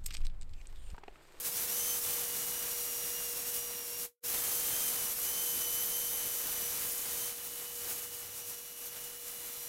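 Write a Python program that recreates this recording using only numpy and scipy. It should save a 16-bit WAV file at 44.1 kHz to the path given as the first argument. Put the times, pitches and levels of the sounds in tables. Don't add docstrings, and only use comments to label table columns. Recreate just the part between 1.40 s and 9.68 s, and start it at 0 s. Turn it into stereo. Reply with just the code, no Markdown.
import sys
import numpy as np
from scipy import signal
from scipy.fft import rfft, irfft, next_fast_len
from scipy.io import wavfile
from scipy.ndimage import uniform_filter1d

SR = 44100
rng = np.random.default_rng(int(sys.argv[2]) if len(sys.argv) > 2 else 0)


def persist_wave(psi):
    counts = np.round(np.clip(psi, -1, 1) * 32767).astype(np.int16)
    wavfile.write(sys.argv[1], SR, np.atleast_2d(counts).T)


N = 365148
TIME = np.arange(N) / SR


def undb(db):
    return 10 ** (np.asarray(db) / 20)


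def unit(x):
    return x / np.sqrt(np.mean(x ** 2))


def curves(rows):
    times, *columns = np.transpose(rows)
    return [np.interp(TIME, times, column) for column in columns]


def colour(x, points):
    hz, db = np.transpose(points)
    size = next_fast_len(N)
    bins = np.maximum(np.fft.rfftfreq(size, 1 / SR), 1)
    gain = undb(np.interp(np.log(bins), np.log(hz), db))
    return irfft(rfft(x, size) * gain, size)[:N]


def walk(rate):
    step = max(int(SR / rate), 1)
    held = np.repeat(rng.standard_normal(N // step + 1), step)
    return unit(uniform_filter1d(uniform_filter1d(held, step), step)[:N])


def grains(spread_db):
    return unit(rng.standard_normal(N) * undb(spread_db * rng.standard_normal(N)))


def ring(hz, width_hz):
    pole = np.exp(-np.pi * width_hz / SR)
    drive = rng.standard_normal(N) + 1j * rng.standard_normal(N)
    envelope = signal.lfilter([1], [1, -2 * pole, pole ** 2], drive)
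    carrier = np.exp(2j * np.pi * np.cumsum(hz * np.ones(N)) / SR)
    return unit(np.real(envelope * carrier))


# time in seconds, level in dB.
HUM_LEVEL = [(0, -59), (.6, -55.5), (2.5, -54), (3.1, -57.5), (6.5, -57), (7.3, -59.5), (8.28, -57.5)]
def hum(swing_db, hz=480.4, follow=0.37):
    db = curves(HUM_LEVEL)[0] + follow * swing_db + .8 * walk(14)
    return np.sqrt(2) * undb(db) * np.sin(2 * np.pi * hz * TIME)


# frequency in Hz, side against mid in dB.
ROOM_WIDTH = [(30, -13.5), (250, -12), (1000, -11.5), (2500, -15.5), (5000, -17.5), (9000, -15),
              (15000, -15.5)]
def room(x, t60=.5):
    t = TIME[:16384]
    response = rfft(rng.standard_normal(len(t)) * np.exp(-np.log(1000) * t / t60))
    scrambler = np.roll(irfft(response / np.abs(response)), len(t) // 2)
    return colour(signal.fftconvolve(x, scrambler, mode="same"), ROOM_WIDTH)


# start in seconds, length in seconds, level in dB.
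MATTRESS_SHAKES = [(6.3, .87, -69.5)]
def thrum(stroke, fade_s=0.0499):
    shake = sum(undb(db) * np.clip(np.minimum(TIME - start, start + length - TIME) / fade_s, 0, 1)
                for start, length, db in MATTRESS_SHAKES)
    return np.sqrt(2) * shake * undb(2 * walk(12)) * np.sin(2 * np.pi * 2 * stroke)


# frequency in Hz, relative level in dB.
AIR_SPECTRUM = [(20, 0.5), (45, 0.5), (95, 0.5), (150, -.5), (300, -0.5), (700, 0), (1200, -0.26),
                (2300, -.3), (3500, -0.5), (5000, -4), (9000, -16.5), (16000, -30)]
def air(turns, depth=0.5, sharpness=1.3):
    throb = 1 + depth * np.exp(sharpness * (np.cos(2 * np.pi * 2 * turns) - 1))
    return unit(colour(grains(spread_db=3) * throb * undb(0.91 * walk(20)), AIR_SPECTRUM))


# centre in Hz, width in Hz, dB against the running noise.
SHELL_MODES = [(4060, 120, -31), (5910, 590, -27), (6600, 170, -22), (8770, 170, -30), (10000, 220, -21.5)]
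def housing():
    return sum(undb(db + 2 * walk(2.94)) * ring(hz, width) for hz, width, db in SHELL_MODES)


# start in seconds, relative level in dB.
SHELL_TICKS = [(1.936, -21)]
def ticks(decay_s=0.00029):
    out, t = np.zeros(N), TIME[:256]
    for start, db in SHELL_TICKS:
        at = int(start * SR)
        out[at:at + len(t)] += .5 * undb(db) * rng.standard_normal(len(t)) * np.exp(-t / decay_s)
    return out


# centre in seconds, half length in seconds, pitch in Hz, level in dB.
BLADE_SQUEALS = [(.2, .035, 10100, -52), (.69, .025, 10100, -49), (2.17, .028, 10080, -48),
                 (2.14, .06, 11620, -54), (8.1, .2, 9980, -61)]
def squeals(waver=0.0031):
    clock = np.cumsum(1 + waver * walk(400)) / SR
    out = np.zeros(N)
    for centre, half, hz, db in BLADE_SQUEALS:
        swell = undb(db) * np.exp(-((TIME - centre) / half) ** 2)
        out += np.sqrt(2) * swell * np.sin(2 * np.pi * hz * clock)
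    return out


# frequency in Hz, relative level in dB.
RASP_SPECTRUM = [(3000, -45), (9300, -17), (10200, -9.5), (10900, -2), (11500, -6), (12200, 0), (13200, -9),
                 (14300, -13), (16000, -24)]
def blades(stroke, ring_hz, depth=0.19, ring_db=-3):
    speed = 1 + depth * np.abs(np.sin(2 * np.pi * stroke))
    tearing = unit(colour(grains(spread_db=0.5), RASP_SPECTRUM))
    singing = ring(ring_hz * (1 + .006 * walk(15)), width_hz=620)
    return unit((tearing + undb(ring_db + 1.9 * walk(20)) * singing) * speed)


def sparks(turns, decay_turns=0.06):
    age = (turns % 1) / decay_turns
    return age * np.exp(1 - age)


# frequency in Hz, relative level in dB.
FIZZ_SPECTRUM = [(1500, -35.5), (3500, -13), (5000, -5.5), (6000, -2.5), (6700, -2), (7400, -1.5),
                 (8700, -0.5), (9400, -0.5), (10200, 0.5), (11700, 2), (13500, 1), (14500, 2.5),
                 (15800, -3)]
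def brushes(turns, stroke, first=0.87, second=0.75, scatter=0.23):
    strength = 1 + scatter * rng.uniform(-0.37, 1, (4096, 2))
    spit = first * strength[turns.astype(int), 0] * sparks(turns)
    spit += second * strength[(turns + .5).astype(int), 1] * sparks(turns + .5)
    load = (1 + 0.022 * np.sin(2 * np.pi * stroke)) * undb(0.33 * walk(30) + .5 * walk(300))
    return unit(colour(grains(spread_db=1) * (1 + spit) * load, FIZZ_SPECTRUM))


# time in seconds, blade rasp against brush fizz in dB, blade resonance in Hz.
BLADE_BITE = [(0, -11, 11700), (1.1, -11.5, 12100), (1.6, -12, 11810), (3.7, -8, 12330),
              (4.05, -6.5, 11500), (4.35, -3, 12040), (4.6, -2.5, 11550), (5.3, -9, 12200),
              (6.5, -15, 12800), (7.05, -21, 12300), (7.35, -4, 11650), (7.6, -16, 11900),
              (8.28, -6, 12450)]
def running_noise(turns, stroke, swing_db, rush_db=-11, steadiness=0.11):
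    rasp_db, ring_hz = curves(BLADE_BITE)
    rasp = undb(rasp_db)
    treble = brushes(turns, stroke) + rasp * blades(stroke, ring_hz)
    rush = undb(rush_db - steadiness * swing_db) * air(turns)
    return (treble + rush) / np.hypot(1, rasp)


# start in seconds, length in seconds.
TRIGGER_SLIPS = [(0, .025), (0.086, .028), (0.242, 0.031), (.584, .028), (1.936, .007), (2.034, .008),
                 (2.644, 0.2), (3.722, 0.035)]
def sag(recover_s=.039, coast_s=.027):
    out = np.zeros(N)
    for start, length in TRIGGER_SLIPS:
        slide = np.clip(np.minimum(TIME - start, length) / coast_s, 0, 1)
        out += slide * np.exp(-np.maximum(TIME - start - length, 0) / recover_s)
    return out


def power():
    held = np.ones(N)
    for start, length in TRIGGER_SLIPS:
        held[(TIME > start) & (TIME < start + length)] = 0
    return uniform_filter1d(held, size=400)


# time in seconds, turns per second.
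ROTOR_SPEED = [(0, 303), (.2, 300.5), (.48, 308.6), (.75, 303), (.9, 288.4), (1.23, 291.7), (1.38, 286.2),
               (1.8, 284.6), (1.96, 279.2), (2.11, 291.2), (2.33, 286), (2.52, 279), (3.0, 312),
               (3.16, 315), (3.3, 306), (3.39, 315.5), (3.68, 294), (3.95, 307.2), (4.28, 301.5),
               (4.58, 306.6), (5.27, 297.5), (5.72, 300.7), (5.85, 309), (5.97, 294), (6.44, 297.7),
               (7.0, 291.6), (8.28, 291.3)]
def rotor_turns(sag_hz=43.09):
    speed_hz = curves(ROTOR_SPEED)[0] - sag_hz * sag()
    unsteadiness = 1 + 0.00079 * walk(30) + .0007 * walk(9)
    return np.cumsum(speed_hz * unsteadiness) / SR


# time in seconds, swing of the 10th harmonic in radians.
GEAR_SLACK = [(0, 0.12), (2.6, 0.2), (3.05, 0.41), (3.6, .2), (5.9, .25), (6.5, .9), (7.6, 1.34),
              (8.2, 0.16)]
def rotor_angle(turns, stroke, jitter=0.24, rattle=0.5):
    slack, = curves(GEAR_SLACK)
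    swing = slack * (np.sin(2 * np.pi * stroke) + rattle * walk(70)) + jitter * walk(250)
    return 2 * np.pi * turns + swing / 10


# time in seconds, relative level in dB.
KNIFE_LEVEL = [(0, -37.5), (.48, -34), (.85, -36.5), (2.03, -38.5), (2.3, -40.5), (2.52, -41.5),
               (2.88, -34.5), (3.5, -34), (3.75, -35.5), (4.4, -35), (5.0, -36.5), (5.88, -37),
               (5.94, -43.5), (6.3, -42), (6.9, -45), (7.25, -47), (7.7, -45), (8.28, -43)]
# centre in seconds, half length in
# seconds, boost in dB.
LEVEL_SURGES = [(0.067, 0.022, 3), (0.682, 0.016, -0.5), (2.09, .025, 4), (2.168, .028, 4),
                (2.619, .03, 2), (6.53, .1, 4.5), (6.983, 0.053, 3.5), (7.1, 0.058, 5), (7.449, 0.039, 4),
                (7.578, 0.02, 2.5)]
def running_level(drop_db=-4, inrush_db=2):
    slip = sag(recover_s=0.029)
    slip_db = drop_db * slip + inrush_db * (sag(recover_s=0.097) - slip)
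    surge_db = sum(db * np.exp(-((TIME - centre) / half) ** 2) for centre, half, db in LEVEL_SURGES)
    flicker_db = (0.29 + 0.72 * curves(GEAR_SLACK)[0]) * walk(45)
    return curves(KNIFE_LEVEL)[0] + slip_db + surge_db + flicker_db


# multiple of the rotor speed, level in dB.
SLOT_HARMONICS = [(4, -72), (7, -71.5), (8, -69.5), (9, -69), (12, -69), (19, -64), (21, -66), (22, -74),
                  (23, -67), (24, -66.5), (26, -66), (35, -68), (39, -73), (40, -70)]
def slots(angle, swing_db, follow=0.46, waver_db=2.0):
    waver = undb(waver_db * walk(5))
    out = np.zeros(N)
    for order, db in SLOT_HARMONICS:
        tone = np.sin(order * angle + rng.uniform(0, 2 * np.pi))
        out += undb(db) * np.roll(waver, rng.integers(N)) * tone
    return np.sqrt(2) * out * undb(follow * swing_db)


# time in seconds, level in dB.
THIN_OVERTONE = [(0, -65), (6.6, -76), (8.28, -63)]
# time in seconds, then relative dB at 10, 20 and 30 times the rotor speed.
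ARMATURE_LEVELS = [(0, -28, -14, -20), (.5, -18, -9, -19), (.76, -20.5, -18, -25), (1.0, -18.5, -15, -19),
                   (1.85, -17.5, -11.5, -24), (2.12, -17.5, -10.5, -14), (2.55, -20, -9, -26),
                   (3.05, -25, -16.5, -24), (3.4, -19.5, -14.5, -15), (3.68, -20.5, -19, -18),
                   (3.92, -15, -13, -23), (4.6, -15, -12, -21), (5.3, -22.5, -12.5, -26),
                   (5.58, -22.5, -28, -23), (5.86, -20, -14, -14), (6.05, -16.5, -28, -17),
                   (6.65, -20, -30, -24), (6.92, -19.5, -12, -27), (8.05, -21.5, -22, -29.5),
                   (8.28, -19, -14, -20)]
def whine(angle, flutter_db=1.47, waver_db=1.1, sag_db=-3.5, slack_db_per_rad=4):
    low_db, middle_db, high_db = curves(ARMATURE_LEVELS)
    low_db += slack_db_per_rad * curves(GEAR_SLACK)[0]
    strong = sum(undb(db + waver_db * walk(9)) * np.sin(order * angle)
                 for order, db in ((10, low_db), (20, middle_db), (30, high_db)))
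    level_db = curves(KNIFE_LEVEL)[0] - .5 + sag_db * sag() + flutter_db * walk(40)
    thin = undb(curves(THIN_OVERTONE)[0]) * np.sin(14 * angle)
    return np.sqrt(2) * (undb(level_db) * strong + thin)


def dip(from_s=2.656, to_s=2.841, fall_db_per_s=520, rise_db_per_s=2150, floor_db=-76.5):
    falling = fall_db_per_s * (from_s - TIME)
    rising = rise_db_per_s * (TIME - to_s)
    return np.clip(np.maximum(falling, rising), floor_db, 0)


def scene():
    turns = rotor_turns()
    stroke = turns / 6
    angle = rotor_angle(turns, stroke)
    run_db = running_level()
    swing_db = run_db - run_db.mean()
    effort = undb(run_db + 0.58)
    noise = running_noise(turns, stroke, swing_db)
    tones = power() * (whine(angle) + slots(angle, swing_db))
    knife = effort * (noise + housing()) + tones + thrum(stroke) + squeals() + ticks()
    side = effort * room(knife / effort) * np.array([[1], [-1]])
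    dip_db = dip()
    return (knife + side) * undb(dip_db) + hum(swing_db) * undb(0.62 * dip_db)


def record(dry, top_hz=15900, balance_db=0.1):
    lowpass = signal.firwin(801, top_hz, fs=SR, window=("kaiser", 8))
    balance = undb([[balance_db], [-balance_db]])
    return signal.fftconvolve(dry, lowpass[None], mode="same", axes=1) * balance


dry = scene()
out = record(dry)
persist_wave(out)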